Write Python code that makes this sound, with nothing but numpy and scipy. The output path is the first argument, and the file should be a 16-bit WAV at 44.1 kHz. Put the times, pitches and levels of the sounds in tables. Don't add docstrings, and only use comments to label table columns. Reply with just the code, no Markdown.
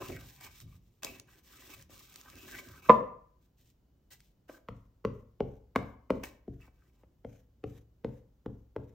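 import sys
import numpy as np
from scipy import signal
from scipy.fft import rfft, irfft, next_fast_len
from scipy.io import wavfile
from scipy.ndimage import uniform_filter1d, minimum_filter1d, map_coordinates

SR = 44100
rng = np.random.default_rng(int(sys.argv[2]) if len(sys.argv) > 2 else 0)


def transcribe(u):
    v = np.clip(np.atleast_2d(u).T, -1, 1)
    q = np.round(v * 32767).astype(np.int16)
    wavfile.write(sys.argv[1], SR, q)


N = 394254

# (time [s], length [s], swell from start to end [dB], tissue hiss level [dB], card scrape level [dB])
SLIDES = [(0, .17, -8.5, -57.5, -52.5), (0.176, .22, -10, -63.5, -62), (.4, .07, 3, -57.5, -55),
          (0.491, .13, 5.5, -64, -71.5), (.66, 0.105, 4, -75, -77.5), (0.801, .2, -5, -85.5, -91),
          (1.021, .18, -21, -59.5, -54.5), (1.266, .13, 2, -71, -68), (1.426, .26, 5, -63.5, -65.5),
          (1.69, .055, 4, -58, -58.5), (1.76, .065, -0.5, -64, -66.5), (1.89, 0.1692, -2.5, -62, -66.5),
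          (2.063, .14, 4, -63.5, -66), (2.21, .29, 7, -62.5, -60.5), (2.499, .1, 4, -56.5, -49.5),
          (2.621, .18, -5, -64, -62), (2.819, .06, 3.5, -62, -56.5), (3.407, 0.051, 2, -85, -90.5),
          (3.567, .14, -5.5, -75.5, -84), (4.104, .035, 0.5, -59.5, -65), (4.183, .13, -8, -78, -92),
          (4.478, .1, -6, -69, -62.5), (6.233, 0.014, -1, -48, -45), (6.25, 0.13, -16.5, -76, -70.5),
          (6.596, .085, -4, -77, -69.5), (6.72, .18, 5, -87.5, -84.5), (6.926, .1, -2.5, -87.5, -80.5)]
# (time [s], hollow body level [dB], table rumble level [dB])
BUMPS = [(0, -45, -49.5), (.085, -40, -44), (.44, -56, -57), (0.614, -61.5, -47), (1.026, -41.5, -56.5),
         (1.09, -53, -64.5), (1.75, -63, -54.5), (1.895, -55, -62), (2.25, -61, -57.5), (2.33, -51.5, -63),
         (2.43, -53, -65.5), (2.59, -51.5, -70), (2.66, -57, -53.5), (2.86, -55, -51)]
# (time [s], level [dB])
FINGER_TAPS = [(0.099, -33), (1.031, -37.5), (1.046, -35.5), (1.895, -48), (4.494, -32.5), (6.237, -36),
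               (6.679, -49.5), (7.034, -48)]
# (time [s], level [dB])
CREASE_SNAPS = [(0.4105, -42.5), (0.6025, -39), (1.0329, -25.5), (1.0472, -22.5), (1.1982, -35.5),
                (1.8243, -45.5), (2.1414, -46.5), (2.159, -36.5), (2.2129, -41.5), (2.3002, -41.5),
                (2.3558, -45.5), (2.5191, -40), (2.6874, -44.5), (4.2046, -49), (6.2369, -31.5)]
# (time [s], level [dB])
SETTING_DOWN = [(2.888, -25), (2.8943, 1)]
# (time [s], tick level [dB], thud level [dB], thud brightness [dB],
# table boom level [dB], smear level [dB], panel tuning [ratio])
GLUE_DABS = [(4.686, -35, -40, 1, -44.5, -81.5, 1.01), (5.0491, -27, -28.5, -2, -37, -77.5, 0.99),
             (5.4043, -34.5, -28, 3.5, -37, -78, 1.03), (5.7593, -15.5, -26, -1, -37, -73, 1.034),
             (6.1035, -21.5, -26.5, 2.5, -38, -71, 0.98), (6.4784, -55.5, -36.5, -2, -41.5, -79, 0.88),
             (7.2473, -47, -41.5, 0, -46, -70.5, 1.016), (7.639, -39, -31.5, -5.5, -40, -70, 1.025),
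             (8.0453, -38, -31, -3.5, -39.5, -76, 1.05), (8.4603, -42.5, -32.5, -3.5, -39.5, -84.5, 1.07),
             (8.7622, -39, -35.5, 0.5, -41.5, -80, 1.06)]

# (frequency [Hz], level [dB], t60 [s])
BOX_MODES = [(160, -18.5, 0.036), (222.7, -11.5, .045), (331.8, -15, 0.027), (421, -8, 0.029),
             (500, -3.5, 0.043), (631.3, -10.5, .035), (820.2, -10.5, .022), (1014, -6.5, 0.07),
             (1188, -7.5, 0.056), (1636, -36, 0.073), (1775, -29.5, 0.074)]
# (frequency [Hz], level [dB], t60 [s])
PRESSED_MODES = [(208, -5.5, 0.057), (273, -4, 0.042), (429.3, 0, 0.036), (517, -1, 0.027),
                 (660, -6.5, .02), (845, -9.5, 0.018)]
# (frequency [Hz], level [dB], t60 [s])
TUBE_MODES = [(1093.5, -0.5, 0.021), (1380, -2.5, 0.016), (2040, -3.5, 0.014), (2296, -6, 0.0097),
              (2950, -9, 0.0064)]
# (frequency [Hz], level [dB], t60 [s])
TABLE_MODES = [(44, -7.5, .7), (64, -11, 1), (79.4, -7.5, 0.52), (109.53, -2.5, 0.55), (128, -2.5, .3),
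               (134, -0.5, .4), (184.5, -7, 0.42), (221, -8, 0.4), (281, -3, 0.36)]
# (frequency [Hz], width [Hz], level [dB])
PANEL_PEAKS = [(802, 140, -10), (1023.3, 45, -2), (1180, 50, -1), (1298.7, 40, -3), (1562, 84.5, -1),
               (1940, 140, -6), (2265, 65.5, -1), (2600, 73, -2), (2910, 230, -10.5)]
# (frequency [Hz], width [Hz], level [dB])
CAVITY_PEAKS = [(225, 82, -9.5), (256, 22, 2.5), (300, 14, 1), (365.6, 37, 0.5), (420, 70, -6.5),
                (545, 26, -5), (658.2, 50, -12)]

# (frequency [Hz], level per Hz [dB])
TISSUE_SPECTRUM = [(500, -40), (1500, -12), (2800, -1.5), (3800, -1), (4900, -4.5), (5400, -0.5),
                   (6200, -3), (7400, -2.5), (8500, -0.5), (10500, -10), (14000, -0.5), (16000, -7)]
# (frequency [Hz], level per Hz [dB])
CARD_SPECTRUM = [(300, -19.5), (700, 2.5), (1300, 0), (2500, -0.5), (3200, -4.5), (5000, -25)]
# (frequency [Hz], level per Hz [dB])
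HOLLOW_SPECTRUM = [(100, -20), (200, -4), (300, -2.5), (550, -2), (800, -2), (1500, -25)]
# (frequency [Hz], level per Hz [dB])
RUMBLE_SPECTRUM = [(20, -30.5), (45, -3), (65, -1), (110, 2), (170, -6.5), (300, -19.5), (700, -56)]
# (frequency [Hz], level per Hz [dB])
SMEAR_SPECTRUM = [(100, -23.5), (300, -6), (700, 3), (1500, 7), (2500, 4.5), (3600, 2.5), (4500, -4.5),
                  (6000, 2), (9000, -3), (14000, 0.5), (16000, -13)]
# (frequency [Hz], level per Hz [dB])
CREASE_SPECTRUM = [(300, -19), (1200, -4.5), (2300, -4), (4000, -1.5), (6000, 1.5), (8500, 2), (11000, -6),
                   (14000, -6), (16000, -10)]
# (frequency [Hz], level per Hz [dB])
QUIET_SPECTRUM = [(20, -14), (32, -9), (45, 3), (60, 5.5), (85, -4.5), (120, -1.5), (180, -7.5), (400, -16),
                  (800, -26), (2000, -36.5), (5000, -38.5), (10000, -41), (15000, -38)]
# (frequency [Hz], level per Hz [dB])
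CLACK_SPECTRUM = [(25, -40.5), (100, -11.5), (320, 9), (750, 7.5), (1200, 2), (1500, -5), (2300, -7),
                  (3600, -21.5), (5000, -34), (8000, -38.5), (15000, -41)]
# (frequency [Hz], level per Hz [dB])
TICK_SPECTRUM = [(100, -23), (300, -6), (900, 5.5), (1600, 5), (2400, 1), (3100, 0), (4000, -11),
                 (6000, -18), (9000, -18.5), (15000, -24.5)]

# (frequency [Hz], t60 [s])
ROOM_T60 = [(100, 0.44), (500, 0.46), (1100, 0.51), (2000, .48), (3200, 0.3845), (8000, 0.2052),
            (15000, 0.28)]
# (frequency [Hz], level [dB])
ROOM_COLOUR = [(50, -14), (130, -1), (250, 2), (430, -.5), (560, 0), (800, -1.5), (1100, -3.5), (1900, -5),
               (3000, -2), (6000, 3), (15000, -3)]
# (frequency [Hz], left-right likeness [0 to 1])
ROOM_ALIKE = [(60, 1), (290, .9), (640, 0.36), (1400, .4), (4000, 0.2), (9000, 0.85), (11500, 0.87),
              (15000, .6)]
# (frequency [Hz], left-right likeness [0 to 1])
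NEAR_ALIKE = [(60, 1), (300, .85), (650, 0.44), (1400, .93), (3000, 0.6), (6000, 0.42), (8500, 0.76),
              (10000, 1), (11300, 0.93), (15000, 0.34)]
# (frequency [Hz], left lead [radians])
PORT_PHASE = [(100, 0), (400, -.1), (860, -.25), (1400, -.05), (2200, .05), (4300, .55), (5500, 0),
              (6500, .9), (7400, 1.8), (8600, 2.9), (11200, 3.3), (12500, 4.4), (14200, 6)]
# (frequency [Hz], left minus right [dB])
KNOCK_LEAN = [(100, -0.5), (300, 2.0), (700, 1.0), (1200, -4.5), (4000, -1.5), (9000, -0.5)]

TOP_HZ = 15900
SLIDE_ATTACK_SHARE, SLIDE_RELEASE_T60 = .1, 0.075
BODY_FOLLOWS_DB, TABLE_FOLLOWS_DB = -6.5, -13.5
BODY_ATTACK_S, BODY_T60, RUMBLE_ATTACK_S, RUMBLE_T60 = .008, 0.39, 0.031, .7


def amp(db):
    return 10 ** (np.asarray(db) / 20)


def unit(x):
    return x / np.sqrt(np.mean(x ** 2) + 1e-20)


def along(points, hz):
    f, v = np.transpose(points)
    return np.interp(np.log(hz + 1), np.log(f + 1), v)


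def wobble(rate):
    knots = rng.standard_normal(int(N * rate / SR) + 4)
    return map_coordinates(knots, [np.arange(N) * rate / SR])


def filtered(x, response):
    size = x.shape[-1]
    padded = next_fast_len(size + 8192)
    spectrum = rfft(x, padded) * response(np.fft.rfftfreq(padded, 1 / SR))
    return irfft(spectrum, padded)[..., :size]


def stereo(pair, spectrum, alike):
    def mid_side(hz):
        turn = np.arccos(np.clip(along(alike, hz), -1, 1)) / 2
        return amp(along(spectrum, hz)) * [np.cos(turn), np.sin(turn)]

    mid, side = filtered(pair, mid_side)
    return np.array([mid + side, mid - side])


def add(track, s, sound):
    part = track[..., round(s * SR):][..., :sound.shape[-1]]
    part += sound[..., :part.shape[-1]]


def panned(x, left_db):
    return x * amp([[left_db / 2], [-left_db / 2]])


def room(x, wet_db, left_db=0, build=0.004):
    hz, t, z = signal.stft(rng.standard_normal((2, SR * 3 // 4)), SR, nperseg=256)
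    decay = amp(-60 * t / along(ROOM_T60, hz)[:, None])
    tail = signal.istft(z * decay * (1 - np.exp(-t / build)), SR, nperseg=256)[1]
    tail = stereo(tail / np.linalg.norm(tail[0]), ROOM_COLOUR, ROOM_ALIKE)
    answer = signal.fftconvolve(x[:1] + x[1:], tail / 2, axes=1)[:, :x.shape[-1]]
    return x + amp(wet_db) * panned(answer, left_db)


def ring(modes, attack, scatter_db, tuning=1, detune=0):
    t = np.arange(SR) / SR
    chance = rng.standard_normal((len(modes), 2))
    total = np.zeros(SR)
    for k, ((hz, db, t60), (size, shift)) in enumerate(zip(modes, chance)):
        pitch = hz * tuning * (1 + detune * shift)
        level = amp(db + scatter_db * size - 60 * t / t60)
        total += (-1) ** k * level * np.sin(2 * np.pi * pitch * t)
    return total * (1 - np.exp(-t / attack))


def clack(spectrum, t60):
    t = np.arange(SR) / SR
    dense = unit(filtered(rng.standard_normal(SR), lambda hz: amp(along(spectrum, hz))))
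    return dense * amp(-60 * t / t60) * (1 - np.exp(-t / 0.00021))


def resonate(x, peaks):
    def body(f):
        total = 0
        for k, (hz, width, db) in enumerate(peaks):
            total = total + (-1) ** k * amp(db) * 1j * f * width / (hz * hz - f * f + 1j * f * width)
        return total

    return unit(filtered(x, body))


def patchy(pair, depth_db):
    z = signal.stft(pair, nperseg=512)[2]
    field = uniform_filter1d(rng.standard_normal(z.shape[1:]), size=5, axis=0)
    field = uniform_filter1d(field, size=16, axis=1)
    return signal.istft(z * amp(depth_db * unit(field)), nperseg=512)[1][:, :N]


def friction(spectrum, rate, grain_db, rough_db, patchy_db):
    slips = (rng.random(N) < rate / SR) * rng.standard_normal((2, N))
    pair = rng.standard_normal((2, N)) + amp(grain_db) * unit(slips)
    rough = pair * amp(rough_db * wobble(70))
    return unit(stereo(patchy(rough, patchy_db), spectrum, NEAR_ALIKE))


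def background():
    air = amp(-67.5) * unit(stereo(rng.standard_normal((2, N)), QUIET_SPECTRUM, ROOM_ALIKE))
    whine_hz = 2990 + 25 * wobble(40)
    whine = amp(-101 + 3 * wobble(2.9)) * np.sin(2 * np.pi * np.cumsum(whine_hz) / SR)
    return air + whine


def slide_gains():
    t, pair = np.arange(SR) / SR, np.zeros((2, N))
    for s, length, swell_db, hiss_db, scrape_db in SLIDES:
        attack = 1 - np.exp(-t / (SLIDE_ATTACK_SHARE * length))
        hold = amp(swell_db * (np.minimum(t / length, 1) - .5))
        release = amp(-60 * np.maximum(t - length, 0) / SLIDE_RELEASE_T60)
        add(pair, s, amp([[hiss_db], [scrape_db]]) * attack * hold * release)
    return pair


def bump_gains():
    t, pair = np.arange(SR) / SR, np.zeros((2, N))
    body_swell = (1 - np.exp(-t / BODY_ATTACK_S)) * amp(-60 * t / BODY_T60)
    rumble_swell = (1 - np.exp(-t / RUMBLE_ATTACK_S)) * amp(-60 * t / RUMBLE_T60)
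    for s, body_db, rumble_db in BUMPS:
        add(pair, s, np.array([amp(body_db) * body_swell, amp(rumble_db) * rumble_swell]))
    return pair


def handling():
    hiss, scrape = slide_gains()
    followed = amp([[BODY_FOLLOWS_DB], [TABLE_FOLLOWS_DB]]) * scrape
    body, rumble = np.hypot(bump_gains(), followed)
    tissue_rub = friction(TISSUE_SPECTRUM, rate=200, grain_db=-5, rough_db=2, patchy_db=1.0)
    card_rub = friction(CARD_SPECTRUM, rate=300, grain_db=-2.0, rough_db=2.5, patchy_db=5)
    hollow_rub = friction(HOLLOW_SPECTRUM, rate=73, grain_db=-4.5, rough_db=1.0, patchy_db=3.0)
    tissue = amp(3.5) * hiss * tissue_rub
    card = scrape * resonate(card_rub, PANEL_PEAKS)
    box = amp(-0.5) * body * resonate(hollow_rub, CAVITY_PEAKS)
    table = amp(0.5) * rumble * unit(stereo(rng.standard_normal((2, N)), RUMBLE_SPECTRUM, ROOM_ALIKE))
    return room(tissue + card, wet_db=-9) + box + table


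def taps():
    track = np.zeros(N)
    for s, db in FINGER_TAPS:
        thud = ring(PRESSED_MODES, attack=0.0051, scatter_db=0.5, tuning=1.195, detune=0.018)
        add(track, s, amp(db - 5.5) * (thud + amp(-6.0) * clack(CLACK_SPECTRUM, t60=0.04)))
    return room(panned(track, left_db=1.0), wet_db=-8.5)


def burst(t60):
    return amp(-60 * np.arange(SR) / SR / t60) * rng.standard_normal(SR)


def snaps():
    pair = np.zeros((2, N))
    for s, db in CREASE_SNAPS:
        cracks = np.array([burst(t60=0.011) + amp(-27) * burst(t60=.06) for channel in pair])
        add(pair, s, amp(db - 3.0) * cracks)
    return room(stereo(pair, CREASE_SPECTRUM, NEAR_ALIKE), wet_db=-14)


def knock():
    track = np.zeros(N)
    for s, db in SETTING_DOWN:
        panels = ring(BOX_MODES, attack=.0022, scatter_db=3.0)
        add(track, s, amp(db + 2.5) * (panels + amp(-14.0) * clack(CLACK_SPECTRUM, t60=.055)))
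        add(track, s, amp(db - 40) * ring(TABLE_MODES, attack=.003, scatter_db=1.5))
        add(track, s, amp(db - 57.0) * clack(TISSUE_SPECTRUM, t60=.35))
    direct = filtered(track, lambda hz: amp(along(KNOCK_LEAN, hz) * [[.5], [-.5]]))
    return room(direct, wet_db=-12, left_db=2.5)


def glue_stick():
    blows, boom, stroke = np.zeros((2, N)), np.zeros(N), np.zeros(N)
    t = np.arange(SR) / SR
    speed = np.interp(t, [0, .05, .13, .21], [0, 1, 1, 0])
    for s, tick_db, thud_db, bright_db, boom_db, smear_db, tuning in GLUE_DABS:
        tube = ring(TUBE_MODES, attack=0.00057, scatter_db=-3.0, detune=0.018)
        tick = amp(tick_db - 4) * (tube + amp(-2) * clack(TICK_SPECTRUM, t60=0.018))
        lift_db = bright_db + 4.5
        modes = [(hz, db + lift_db * np.interp(hz, [300, 600], [0, 1]), t60) for hz, db, t60 in PRESSED_MODES]
        contact = 0.002 * amp(.5 * (thud_db - tick_db))
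        thud = amp(thud_db + 7.0) * ring(modes, attack=contact, scatter_db=3.0, tuning=tuning, detune=0.04)
        add(blows, s - .0065, amp(-26.5) * (tick + thud))
        landing = panned(tick, left_db=0.8) + panned(thud, left_db=2.0)
        add(blows, s, room(landing, wet_db=-9.5, left_db=2))
        add(boom, s, amp(boom_db) * ring(TABLE_MODES, attack=0.01, scatter_db=2.0, detune=0.011))
        add(stroke, s, amp(smear_db) * speed)
    rub = friction(SMEAR_SPECTRUM, rate=180, grain_db=-5.5, rough_db=3.0, patchy_db=2)
    smear = amp(-0.5) * stroke * rub
    return blows + panned(boom, left_db=1.5) + smear


def scene():
    box_in_hands = handling() + taps() + amp(2.5) * snaps()
    return background() + box_in_hands + amp(0.18) * knock() + glue_stick()


def record(dry):
    ports = filtered(dry, lambda hz: np.exp(.5j * along(PORT_PHASE, hz) * [[1], [-1]]))
    needed = 1 / np.maximum(1, np.abs(ports).max(axis=0) / .91)
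    gain = uniform_filter1d(minimum_filter1d(needed, size=110), size=100)
    return filtered(ports * gain, lambda hz: hz < TOP_HZ)


dry = scene()
out = record(dry)
transcribe(out)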